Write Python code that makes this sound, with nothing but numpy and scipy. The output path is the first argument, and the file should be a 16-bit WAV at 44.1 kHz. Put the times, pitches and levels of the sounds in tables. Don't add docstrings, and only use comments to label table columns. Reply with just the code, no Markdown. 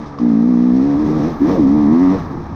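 import sys
import numpy as np
from scipy import signal
from scipy.fft import rfft, irfft, next_fast_len
from scipy.io import wavfile

SR = 44100
rng = np.random.default_rng(int(sys.argv[2]) if len(sys.argv) > 2 else 0)


def transcribe(signal):
    frames = np.atleast_2d(signal).T
    limited = np.clip(frames, -1, 1)
    pcm = np.round(limited * 32767).astype(np.int16)
    wavfile.write(sys.argv[1], SR, pcm)


N = 112454

# time in seconds, level in dB.
THROTTLE_LEVEL = [(0,-24.5),(.07,-37.5),(.18,-37),(.205,-18),(.228,-11),(.8,-11),(.88,-13.5),(1.0,-15),(1.12,-17.5),(1.27,-16.5),(1.32,-30.5),(1.385,-53),(1.405,-20),(1.417,-9.5),(1.46,-11.5),(1.485,-18),(1.52,-12.5),(1.56,-24.5),(1.61,-10),(1.8,-11.5),(1.9,-9.5),(2.11,-9),(2.15,-18),(2.18,-29),(2.55,-41.5)]
# time in seconds, level in dB, roughness from 0 to 1.
EXHAUST_PULSES = [(0,-35.5,0.2),(.12,-37,0),(.24,-27.5,0.11),(.7,-26.5,0),(.93,-24,0.25),(1.04,-23.5,0.54),(1.28,-19.5,0),(1.37,-35,0.55),(1.44,-29,0.3),(1.51,-16,0.3),(1.57,-22.5,0.1),(1.64,-26,.2),(1.8,-24,0.25),(2.08,-45.5,.2),(2.15,-16.5,0.3),(2.19,-35,0.8),(2.55,-49,.7)]


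def from_db(db):
    return 10 ** (np.asarray(db) / 20)


def rms_one(x):
    return x / np.sqrt(np.mean(x ** 2) + 1e-20)


def in_time(rows):
    seconds, *columns = np.transpose(rows)
    return [np.interp(np.arange(N) / SR, seconds, column) for column in columns]


def drift(rate_hz):
    step = 40
    warm_up = 2000
    pole = np.exp(-2 * np.pi * rate_hz * step / SR)
    noise = rng.standard_normal(N // step + warm_up + 2)
    slow = signal.lfilter([1], [1, -2 * pole, pole * pole], noise)[warm_up:]
    return np.interp(np.arange(N) / step, np.arange(len(slow)), rms_one(slow))


def colour(x, spectrum):
    hz, db = np.transpose(spectrum)
    size = next_fast_len(N + SR // 2)
    f = np.maximum(np.arange(size // 2 + 1) * SR / size, 1)
    gain = from_db(np.interp(np.log(f), np.log(hz), db))
    return rms_one(irfft(rfft(x, size) * gain, size)[:N])


def beating_noise(cycles, share, fall):
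    flare = rms_one(np.exp(-fall * (cycles % 1)))
    return rng.standard_normal(N) * (1 - share + share * flare)


def orders(cycles, speed, spectrum, rough, count):
    pipe_lag = .347
    pipe_smear = .314
    hz, db = np.transpose(spectrum)
    out, power = 0, 0
    for k in range(1, count + 1):
        gain = from_db(np.interp(np.log(k * speed), np.log(hz), db))
        angle = 2 * np.pi * k * (cycles - pipe_lag) - pipe_smear * k * k
        in_phase = (1 + rough * drift(14)) * np.cos(angle)
        quadrature = rough * drift(31) * np.sin(angle)
        out = out + gain * (in_phase + quadrature)
        power = power + gain ** 2 * (.5 + rough ** 2)
    return out / np.sqrt(power)


def intake(cycles, speed):
    # time in seconds, centre in Hz, width in Hz of one section.
    airbox = [(0,254,60),(.2,266.7,100),(.32,242.2,90),(.5,244.4,112),(.75,245,120),(.87,283,110),(.97,284,78),(1.1,276,150),(1.26,268,165),(1.46,296.4,91),(1.59,299,110),(1.66,247.6,85),(1.78,266.3,70),(1.88,251.6,130),(1.97,270,135),(2.13,247.5,129)]
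    wobble_db, rough_wobble_db = 0.05, 2.0
    jitter = 0.0037
    level_db, = in_time(THROTTLE_LEVEL)
    centre, width = in_time(airbox)
    _, rough = in_time(EXHAUST_PULSES)
    turn = np.exp(2j * np.pi * (cycles + jitter * drift(51)))
    out, power = 0, 0
    for k in range(1, 11):
        hz = k * speed
        resonance = 1 / (1 + 1j * (hz * hz - centre * centre) / (hz * width))
        skirt = 1 / (1 + 1j * (hz - centre) / (width * 0.5))
        gain = resonance ** 2 * skirt
        out = out + (gain * turn ** k).real
        power = power + abs(gain) ** 2 / 2
    level_db = level_db + wobble_db * drift(35) + rough_wobble_db * rough * drift(27)
    return out / np.sqrt(power) * from_db(level_db)


def exhaust(cycles, speed):
    # frequency in Hz, relative level in dB per engine order.
    pipe_colour = [(100,-5),(150,15),(190,6.5),(230,-7),(300,2),(380,2.5),(470,7.5),(540,-3.5),(610,-7),(710,-6),(850,-30)]
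    level_db, rough = in_time(EXHAUST_PULSES)
    return from_db(level_db) * orders(cycles, speed, pipe_colour, rough, count=14)


def rasp(cycles, speed):
    # frequency in Hz, relative level in dB per order.
    header_colour = [(1350,-30),(1700,6.5),(2020,6.5),(2300,-9),(2600,-43.5)]
    full_throttle_db, at_rate_hz = -41, 96.6
    db_per_hz = 0.32
    throttle_db, = in_time(THROTTLE_LEVEL)
    below_full_db = throttle_db - throttle_db.max()
    level_db = full_throttle_db + db_per_hz * (speed - at_rate_hz) + .5 * below_full_db
    return from_db(level_db) * orders(cycles, speed, header_colour, rough=.3, count=44)


def blares(cycles):
    # centre in seconds, Gaussian half length in seconds, level in dB.
    swells = [(1.278,.02,-31),(1.51,.028,-30),(1.565,.016,-22),(2.15,.012,-28)]
    # frequency in Hz, relative level in dB per Hz.
    blare_colour = [(200,-25),(340,-1),(430,-1),(540,1),(660,-8),(900,-30),(4000,-90)]
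    t = np.arange(N) / SR
    swell = sum(from_db(db) * np.exp(-.5 * ((t - s) / length) ** 2) for s, length, db in swells)
    return swell * colour(beating_noise(cycles, share=0.36, fall=0.94), blare_colour)


def burbles():
    # start in seconds, level in dB (a mode at 0 dB peaks 6 dB lower).
    stray_firings = [(2.142,-16),(2.206,-17),(2.27,-21),(2.343,-17),(2.404,-19),(2.514,-15)]
    # frequency in Hz, level in dB, decay in seconds (peak at half of it).
    silencer_modes = [(96,-2.5,0.028),(162,1,0.011),(264.4,-11.5,0.036)]
    out = np.zeros(N)
    for s, db in stray_firings:
        age = np.maximum(np.arange(N) / SR - s, 0)
        for hz, mode_db, decay in silencer_modes:
            swell = age / decay * np.exp(1 - np.minimum(2 * age / decay, 20))
            out += from_db(db + mode_db) * np.sin(2 * np.pi * hz * age) * swell
    return out


def whine(cycles, speed):
    # time in seconds, level in dB.
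    ring_level = [(0,-44),(.15,-46),(.3,-41),(.6,-44),(.9,-37),(1.2,-35),(1.38,-42),(1.5,-32),(1.65,-36),(1.78,-32),(2.12,-28),(2.2,-42)]
    # frequency in Hz, relative level in dB per order.
    ring_colour = [(400,-30),(560,-6),(650,-1),(715,4),(800,-4),(950,3.5),(1030,-4),(1115,1),(1280,-9),(1550,-30)]
    level_db, = in_time(ring_level)
    return from_db(level_db) * orders(cycles, speed, ring_colour, rough=.14, count=32)


def clatter(cycles):
    # time in seconds, level in dB before the trim.
    clatter_level = [(0,-33.5),(.16,-37.5),(.4,-35.5),(.72,-36.5),(1.0,-31.5),(1.25,-30.5),(1.39,-31.5),(1.51,-27),(1.66,-35),(2.05,-31),(2.17,-28.5),(2.3,-32),(2.55,-36)]
    # frequency in Hz, relative level in dB per Hz.
    casing_colour = [(100,-16),(400,-7.5),(560,-2),(720,-2.5),(850,6),(1000,-1.5),(1150,3.5),(1310,-1),(1450,-11.5),(1650,-6.5),(1950,-14.5),(2400,-20.5),(2900,-47),(10000,-81.5)]
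    trim_db, flicker_db = -2.5, 1.0
    level_db, = in_time(clatter_level)
    rattle = beating_noise(cycles, share=0.15, fall=0.97) * from_db(flicker_db * drift(35))
    return from_db(level_db + trim_db) * colour(rattle, casing_colour)


def hiss(cycles):
    # time in seconds, level in dB before the trim.
    hiss_level = [(0,-49.5),(.17,-54.5),(.21,-50),(.66,-48.5),(1.0,-44.5),(1.29,-43.5),(1.38,-49.5),(1.52,-39),(1.63,-46.5),(1.9,-46.5),(2.15,-42),(2.28,-52),(2.55,-52.5)]
    # frequency in Hz, relative level in dB per Hz.
    hiss_colour = [(1500,3),(2400,2.5),(2900,-4),(3600,0),(4100,-0.5),(4500,-3.5),(5500,-0.5),(6200,-5),(6700,-11.5),(7300,-21),(8500,-21),(9500,-30.5),(11000,-58.5),(16000,-72.5)]
    # time in seconds, level in dB.
    sizzle_level = [(0,-125),(.75,-110),(.96,-68.5),(1.28,-68.5),(1.38,-66),(1.52,-62),(1.65,-71),(1.9,-71.5),(2.14,-68),(2.28,-73),(2.55,-79)]
    # frequency in Hz, relative level in dB per Hz.
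    sizzle_colour = [(9000,-37),(11400,-25),(12200,4),(13000,-5),(14000,-0.5),(15700,-13.5)]
    trim_db = 1
    flicker_db = 0.85 * drift(96) + 0.97 * drift(7.7)
    grains = beating_noise(cycles, share=0.18, fall=1.4) * from_db(flicker_db)
    hiss_db, = in_time(hiss_level)
    sizzle_db, = in_time(sizzle_level)
    low = from_db(hiss_db + trim_db) * colour(grains, hiss_colour)
    top = from_db(sizzle_db) * colour(grains, sizzle_colour)
    return low + top


def gear_tone():
    # time in seconds, level in dB.
    tone_level = [(1.9,-60),(2.0,-40),(2.12,-39),(2.18,-33),(2.24,-39),(2.34,-55),(2.55,-60)]
    centre_hz, waver_hz = 1115, 10
    level_db, = in_time(tone_level)
    turns = np.cumsum(centre_hz + waver_hz * drift(15)) / SR
    return from_db(level_db + 2 * drift(20)) * rms_one(np.sin(2 * np.pi * turns))


def clacks():
    # start in seconds, nominal level at the onset in dB.
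    knocks = [(.187,-26),(.203,-34),(2.257,-34)]
    # frequency in Hz, relative level in dB per Hz.
    knock_colour = [(300,-6),(850,0),(1150,10),(1500,-9),(3000,-19),(5800,-15),(7000,-34),(12000,-60)]
    decay_s = .008
    t = np.arange(N) / SR
    strikes = sum(from_db(db) * (t >= s) * np.exp(-abs(t - s) / decay_s) for s, db in knocks)
    strength = np.sqrt(np.mean(strikes ** 2))
    return strength * colour(strikes * rng.standard_normal(N), knock_colour)


def rumble():
    # time in seconds, level in dB.
    churn_level = [(0,-29.5),(.12,-41.5),(.8,-40),(1.1,-22.5),(1.38,-27.5),(1.55,-19),(1.7,-23.5),(2.35,-26.5),(2.46,-31.5),(2.55,-31)]
    # frequency in Hz, relative level in dB per Hz.
    churn_colour = [(40,-22.5),(100,-8),(150,4),(260,3),(380,-2.5),(600,-18),(5000,-85.5)]
    # time in seconds, level in dB.
    wind_level = [(0,-34),(.15,-44),(.28,-40.5),(.5,-48),(.72,-35.5),(.92,-36),(1.06,-32),(1.22,-32.5),(1.45,-33.5),(1.85,-30.5),(2.0,-33.5),(2.55,-32.5)]
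    # frequency in Hz, relative level in dB per Hz.
    wind_colour = [(15,-9.5),(30,-5.5),(60,-3.5),(90,-1.5),(160,-22.5),(1000,-83)]
    churn_db, = in_time(churn_level)
    wind_db, = in_time(wind_level)
    lumps = rng.standard_normal(N) * from_db(1.5 * drift(5.3))
    churn = from_db(churn_db) * colour(lumps, churn_colour)
    wind = from_db(wind_db) * colour(rng.standard_normal(N), wind_colour)
    return churn + wind


def scene():
    # time in seconds, rate in firings per second.
    engine_speed = [(0,76),(.175,69),(.2,60.5),(.27,59.5),(.33,54.7),(.44,58.8),(.49,63),(.54,59.4),(.6,60),(.67,62.3),(.705,60.2),(.75,64.4),(.8,64.7),(.87,71.7),(.945,70.4),(1.0,76.5),(1.04,76.3),(1.065,71.5),(1.1,76.5),(1.18,78.5),(1.21,70),(1.295,88.5),(1.34,72),(1.415,68),(1.47,82.5),(1.512,97.5),(1.58,84.5),(1.61,75),(1.657,65.8),(1.755,75.5),(1.8,74.4),(1.865,71.3),(1.94,81),(2.032,93.6),(2.07,91),(2.145,98),(2.2,86),(2.33,68),(2.55,60.5)]
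    speed, = in_time(engine_speed)
    cycles = np.cumsum(speed) / SR
    pipe = exhaust(cycles, speed) + rasp(cycles, speed) + blares(cycles) + burbles()
    machinery = whine(cycles, speed) + clatter(cycles) + hiss(cycles) + clacks()
    return (intake(cycles, speed) + pipe + machinery + rumble())[None]


def record(dry):
    cutoff_hz, ripple_db, stop_db = 15700, .1, 80
    low_pass = signal.ellip(10, ripple_db, stop_db, cutoff_hz, fs=SR, output="sos")
    return signal.sosfilt(low_pass, dry)


dry = scene()
out = record(dry)
transcribe(out)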